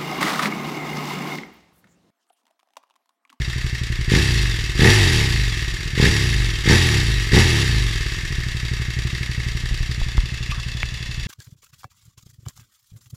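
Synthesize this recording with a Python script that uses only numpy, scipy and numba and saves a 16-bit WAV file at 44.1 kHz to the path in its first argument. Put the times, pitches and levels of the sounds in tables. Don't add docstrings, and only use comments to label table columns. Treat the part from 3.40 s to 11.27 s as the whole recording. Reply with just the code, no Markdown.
import sys
import numpy as np
from scipy import signal
from scipy.fft import rfft, irfft
from scipy.io import wavfile
from scipy.ndimage import uniform_filter1d
from numba import njit

SR = 44100
rng = np.random.default_rng(int(sys.argv[2]) if len(sys.argv) > 2 else 0)


def volts(x):
    e = np.asarray(x, float) / 20
    return 10 ** e


def file_out(sig):
    cols = np.atleast_2d(sig).T
    lim = np.clip(cols, -1, 1)
    pcm = np.round(lim * 32767).astype(np.int16)
    wavfile.write(sys.argv[1], SR, pcm)


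N = 347067

# start_s, thud_db, thud_hz, tick_db, tick_hz
HAND_BUMPS = [
    (6.312, -10.5, 40, -33, 900),
    (6.405, -13, 36.2, -42, 900),
    (6.616, -7.5, 25.8, -18.5, 800),
    (6.69, -23, 41, -27, 900),
    (6.78, -2.5, 43.5, -12.5, 1040),
    (7.121, -26, 59, -33, 1200),
    (7.431, -26, 65, -3.5, 2210),
]
# start_s, pitch_hz, level_db, t60_s
HOUSING_CREAK = (7.121, 1168, -25, .07)
# squeak_s, squeak_hz, squeak_db, squeak_length_s, rub_s, rub_hz, rub_db, rub_length_s
FINGER_SCUFF = (7.112, 2550, -29, .012, 7.13, 1250, -43, .07)

# centre_hz, width_hz, level_db
SILENCER_MODES = [(840, 36, -31), (1302, 145, -11.5), (1775, 134, 0.5), (1900, 100, 2), (2090, 113, 0)]
CASING_SIDE_MODES = [(2630, 184, 6.5), (3260, 450, -5.5), (3725, 42, 4.5), (4644, 80, 1.5),
                     (5610, 120, 0.5), (6880, 740, -10.5), (7900, 360, -35)]
CASING_FRONT_MODES = [(2630, 115, 4.5), (3400, 49, 3), (3700, 41, -14), (4730, 70, -11), (5600, 94, -7),
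                      (6840, 160, -9), (8060, 210, -29)]
VALVE_COVER_MODES = [(3670, 190, 7.5), (4610, 280, 7), (2000, 230, -6), (7100, 770, -14), (9700, 250, -37)]
AIRBOX_MODES = [(57, 20, 4), (115, 50, -1)]
PIPE_IDLE_MODES = [(59, 16, 4.5), (90, 26, -4), (117, 22, 4)]
PIPE_OPEN_MODES = [(54, 65, 3), (119, 37, 5), (191.9, 62, -10), (310, 68, -2)]
PIPE_SHUT_MODES = [(52.2, 12, 9), (103.7, 40, 5), (119.3, 21.6, 1), (189, 51, -5.5), (302, 56, 9.5)]
PIPE_GROWL_MODES = [(356.4, 63, 4.5), (383, 44, -9), (433, 15.7, 3)]
# frequency_hz, level_db
RATTLE_SPECTRUM = [(280, -38), (480, -47), (740, -16.5), (1180, -4), (1400, -33), (1870, -12), (2350, -16),
                   (2640, -3), (3000, -0.5), (4700, -1), (5200, -3.5), (6940, -13), (15100, -40.5)]

# start_s, end_s
WALK_S = (6.4, 6.84)
# time_s, share_0_to_1
CAMERA_AWAY = [
    (.01, 0.38),
    (4.6, 0.34),
    (5.6, 0.38),
    (6.3, 0.6),
    (6.8, 0.77),
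    (7.2, 1),
    (7.87, .99),
]

START_CYCLE = -.041
FIRE_CYCLE = (0, .604)
VALVE_CYCLE = (.2, .575)
BACKFLOW_CYCLE = (.2, .768)
# time_s, speed_cycles_per_s
IDLE_SPEED = [
    (0, 12.434),
    (.7, 10.997),
    (2.5, 12.725),
    (5, 12.193),
    (5.6, 11.724),
    (5.72, 12.984),
    (5.9, 11.664),
    (7.87, 11.696),
]
# open_s, spin_up_s, top_cycles_per_s, run_down_tau_s
THROTTLE_BLIPS = [
    (.6633, .1578, 34.55, .5289),
    (1.3526, .2077, 54.38, .4911),
    (2.5394, .1868, 37.46, .5279),
    (3.2326, .1603, 45.94, .4825),
    (3.8935, .1467, 44.54, .5216),
]
# hold_s, strength_0_to_1
GAS_AFTERFLOW = [
    (0.33, 0.44),
    (0.46, .99),
    (0.28, 0.55),
    (0.33, 0.8),
    (0.32, 0.78),
]
COAST_HZ = 6.169
OPENS_SHARE, SHUTS_SHARE = 0.075, 0.57
OPEN_S, SHUT_S, EBB_S = 0.035, 0.069, .08
# none_below_hz, full_above_hz of overrun
OVERRUN_HZ = (12.1, 17.4)

# idle_db, speed_db_per_octave, full_throttle_db, overrun_db, front_view_db, afterflow_db
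THUMP_LEVEL = (-22, 4.5, 4, 0, -6, 3.5)
GROWL_LEVEL = (-17.5, 4.5, 6, -3, -8, 2)
HISS_LEVEL = (-31.5, 5.5, 6, -1.67, -8.5, 2.5)
CLATTER_LEVEL = (-35, 6, 5, -0.28, -0.6, 2.5)
CHOKE_HZ, CHOKE_DB_PER_OCTAVE = 32.4, -6


def unit(x):
    return x / np.sqrt(np.mean(x ** 2))


def even(x):
    return x / np.sqrt(uniform_filter1d(x ** 2, size=7000) + 1e-12)


def dull(x, top_hz):
    return signal.sosfilt(signal.butter(4, top_hz, fs=SR, output="sos"), x)


def thin(x, low_hz):
    return signal.sosfilt(signal.butter(2, low_hz, "high", fs=SR, output="sos"), x)


@njit
def svf(x, hz, width):
    y, b, l = np.empty(len(x)), 0., 0.
    g, k = np.tan(np.pi * hz / SR), width / hz
    for i in range(len(x)):
        v = (b + g * (x[i] - l)) / (1 + g * (g + k))
        b, l, y[i] = 2 * v - b, l + 2 * g * v, k * v
    return y


def ring(x, modes):
    return sum(volts(db) * svf(x + 1e-18, 1. * hz, 1. * width) for hz, width, db in modes)


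def colour(x, spectrum):
    hz, db = np.transpose(spectrum)
    bins_hz = np.arange(1, N // 2 + 2) * SR / N
    return irfft(rfft(x) * volts(np.interp(np.log(bins_hz), np.log(hz), db)), N)


def strikes(cycle, place, scatter_db, early_s):
    count = np.floor(cycle - place).astype(int) + 2
    size = volts(scatter_db * rng.standard_normal(N // 1000))
    clicks = np.diff(count, prepend=count[0]) * size[count]
    return np.roll(clicks, -int(early_s * SR))


def push(x, seconds):
    return signal.fftconvolve(x, np.hanning(int(seconds * SR)))[:N]


def fade(x, seconds):
    return signal.lfilter([1], [1, -np.exp(-1 / (seconds * SR))], x)


def breeze():
    return volts(-32.0) * unit(ring(rng.standard_normal(N), [(32.7, 4.4, 0)]))


def scuff():
    t = np.arange(N) / SR
    squeak_s, squeak_hz, squeak_db, squeak_length_s, rub_s, rub_hz, rub_db, rub_length_s = FINGER_SCUFF
    squeak = unit(ring(rng.standard_normal(N), [(squeak_hz, 300, 0)]))
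    squeak = np.exp(-((t - squeak_s) / squeak_length_s) ** 2) * squeak
    rub = ring(rng.standard_normal(N), [(rub_hz, 500, 0)])
    rub = unit(ring(rub, [(rub_hz, 600, 0)]))
    rub = (t > rub_s) * (t < rub_s + rub_length_s) * rub
    return volts(squeak_db) * squeak + volts(rub_db) * rub


def hand():
    out, t = np.zeros(N), np.arange(N) / SR
    for start_s, thud_db, thud_hz, tick_db, tick_hz in HAND_BUMPS:
        age = np.clip(t - start_s, 0, None)
        out += volts(thud_db) * np.sin(2 * np.pi * thud_hz * age ** 0.786 / 2) * np.exp(-age / 0.022)
        out += volts(tick_db) * np.sin(2 * np.pi * tick_hz * age) * np.exp(-age / .0007)
    start_s, hz, db, t60_s = HOUSING_CREAK
    age = np.clip(t - start_s, 0, None)
    return out + volts(db) * np.sin(2 * np.pi * hz * age) * volts(-60 * age / t60_s)


def crank(t):
    hz = idle = np.interp(t, *np.transpose(IDLE_SPEED))
    for open_s, spin_s, top_hz, sink_s in THROTTLE_BLIPS:
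        start_hz, age = np.interp(open_s, t, hz), t - open_s
        rise = start_hz + (top_hz - start_hz) * np.sin(np.pi / 2 * age / spin_s) ** 2
        fall = COAST_HZ + (top_hz - COAST_HZ) * np.exp((spin_s - age) / sink_s)
        fall = np.maximum(fall, idle)
        hz = np.where(age < 0, hz, np.where(age < spin_s, rise, fall))
    return hz


def throttle(t):
    load, flow = 0, 0
    for (open_s, spin_s, _, _), (hold_s, strength) in zip(THROTTLE_BLIPS, GAS_AFTERFLOW):
        age = t - open_s
        rise = np.clip((age - OPENS_SHARE * spin_s) / OPEN_S, 0, 1)
        load = load + rise * np.clip(1 - (age - SHUTS_SHARE * spin_s) / SHUT_S, 0, 1)
        flow = flow + strength * rise * np.clip(1 - (age - hold_s) / EBB_S, 0, 1)
    return load, flow


def gear_whine(cycle):
    mesh = np.sin(2 * np.pi * 158 * cycle + .6 * np.sin(4 * np.pi * cycle))
    mesh = mesh * volts(2.5 * unit(dull(rng.standard_normal(N), 14)))
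    body = [(3900, 3000, 0)]
    return volts(-8) * ring(ring(mesh, body), body)


def clatter(cycle, hz, hiss_db, clatter_db):
    first, second = (strikes(cycle, p, scatter_db=.8, early_s=.002) for p in VALVE_CYCLE)
    ticks = (first + volts(-3) * second) * (12 / hz) ** .7
    puff = 0.46 + 1.52 * fade(np.roll(ticks, 90), seconds=0.0018)
    hiss = ring(even(puff) * rng.standard_normal(N), SILENCER_MODES)
    hiss = unit(thin(dull(hiss, 2500), 1220))

    small = (rng.random(N) < 9 * hz / SR) * volts(4 * rng.standard_normal(N))
    shake = .5 + .5 * fade(ticks, seconds=.004) + .6 * fade(ticks, seconds=.018)
    shake = shake + .2 * fade(small, seconds=.003)
    rattle = even(shake) * rng.standard_normal(N)
    front_view = np.interp(np.arange(N) / SR, WALK_S, (0, 1))
    side = (1 - front_view) * unit(ring(rattle, CASING_SIDE_MODES))
    modes = side + front_view * unit(ring(rattle, CASING_FRONT_MODES))
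    tick = fade(ticks, seconds=.0025) * rng.standard_normal(N) + 11 * ticks
    tick = unit(ring(tick, VALVE_COVER_MODES))
    casing = thin(modes + volts(-5) * tick, 1500) + volts(1) * unit(colour(rattle, RATTLE_SPECTRUM))
    top_db = -33.0 + 7.9 * np.log2(np.minimum(hz, 36.) / 12)
    top = volts(top_db) * unit(ring(rattle, [(9780, 150, 6), (7760, 540, -9.0)]))
    return volts(hiss_db) * hiss + volts(clatter_db) * (unit(casing) + top + gear_whine(cycle))


def exhaust(cycle, hz, load, overrun, growl_db):
    front, rear = (strikes(cycle, p, scatter_db=1.2, early_s=0.0083) for p in FIRE_CYCLE)
    front[0] = -1
    fast = np.clip((hz - 14) / 14, 0, 1)
    overrun = np.maximum(overrun, fast * (1 - load))
    idle = (1 - load) * (1 - overrun)
    lazy = ring(push((front + volts(-7.5) * rear) * idle, seconds=.006), PIPE_IDLE_MODES)
    blows = np.roll(front + rear, 60) * load
    hard = dull(ring(push(blows, seconds=0.0015), PIPE_OPEN_MODES), 470)
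    first, second = (strikes(cycle, p, scatter_db=1.5, early_s=.006) for p in VALVE_CYCLE)
    valves = (first + volts(-7) * second) * (1 - load) * (1 - overrun * fast)
    suck = ring(push(-valves, seconds=.008), AIRBOX_MODES)
    back = sum(strikes(cycle, p, scatter_db=1.1, early_s=.006) for p in BACKFLOW_CYCLE)
    back = back * overrun * fast
    shut = ring(push(-back, seconds=.0065), PIPE_SHUT_MODES)
    thump = volts(1.5) * lazy + volts(8) * hard + (volts(-1.5) + 0.15 * overrun) * suck + volts(-3) * shut
    thump = thump / np.sqrt(hz)

    edges = front * idle + volts(1.0) * blows - volts(0.0 + 4.4 * overrun) * valves - volts(2) * back
    edges = edges / np.sqrt(hz)
    gas = fade(np.abs(edges), seconds=0.01) * rng.standard_normal(N)
    growl = unit(ring(edges, PIPE_GROWL_MODES)) + volts(-8) * unit(ring(gas, PIPE_GROWL_MODES))
    growl = unit(dull(ring(growl, [(335, 144, 0)]), 456))
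    rasp = ring(unit(edges) + volts(-1) * unit(gas), [(840, 170, 0), (622, 120, -4)])
    rasp = unit(ring(rasp, [(800, 470, 0)]))
    rasp_gain = volts(-18.5) * (hz / 12) ** 0.73
    return unit(thump) + volts(growl_db) * (growl + rasp_gain * rasp)


def scene():
    t = np.arange(N) / SR
    hz = crank(t)
    cycle = START_CYCLE + np.cumsum(hz) / SR
    load, flow = throttle(t)
    overrun = (1 - load) * np.interp(hz, OVERRUN_HZ, (0, 1))
    octaves = np.log2(hz / 12)
    away = np.interp(t, *np.transpose(CAMERA_AWAY))
    state = np.array([np.ones(N), octaves, load, overrun, away, flow])
    laws = np.array([THUMP_LEVEL, GROWL_LEVEL, HISS_LEVEL, CLATTER_LEVEL])
    thump_db, growl_db, hiss_db, clatter_db = laws @ state
    choke_octaves = np.log2(np.maximum(hz / CHOKE_HZ, 1))
    thump_db = thump_db + CHOKE_DB_PER_OCTAVE * (1 - load) * choke_octaves
    engine = clatter(cycle, hz, hiss_db, clatter_db)
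    pipe = volts(thump_db) * exhaust(cycle, hz, load, overrun, growl_db)
    return (breeze() + scuff() + hand() + engine + pipe)[None]


def top_cut(x):
    return signal.sosfilt(signal.butter(12, 15290, fs=SR, output="sos"), x)


def record(dry):
    trimmed = signal.sosfilt(signal.butter(1, 14, "high", fs=SR, output="sos"), dry)
    trimmed = signal.sosfilt(signal.ellip(8, .2, 50, 15300, fs=SR, output="sos"), trimmed)
    rounded = .95 * np.tanh(trimmed / .95)
    return top_cut(rounded)


dry = scene()
out = record(dry)
file_out(out)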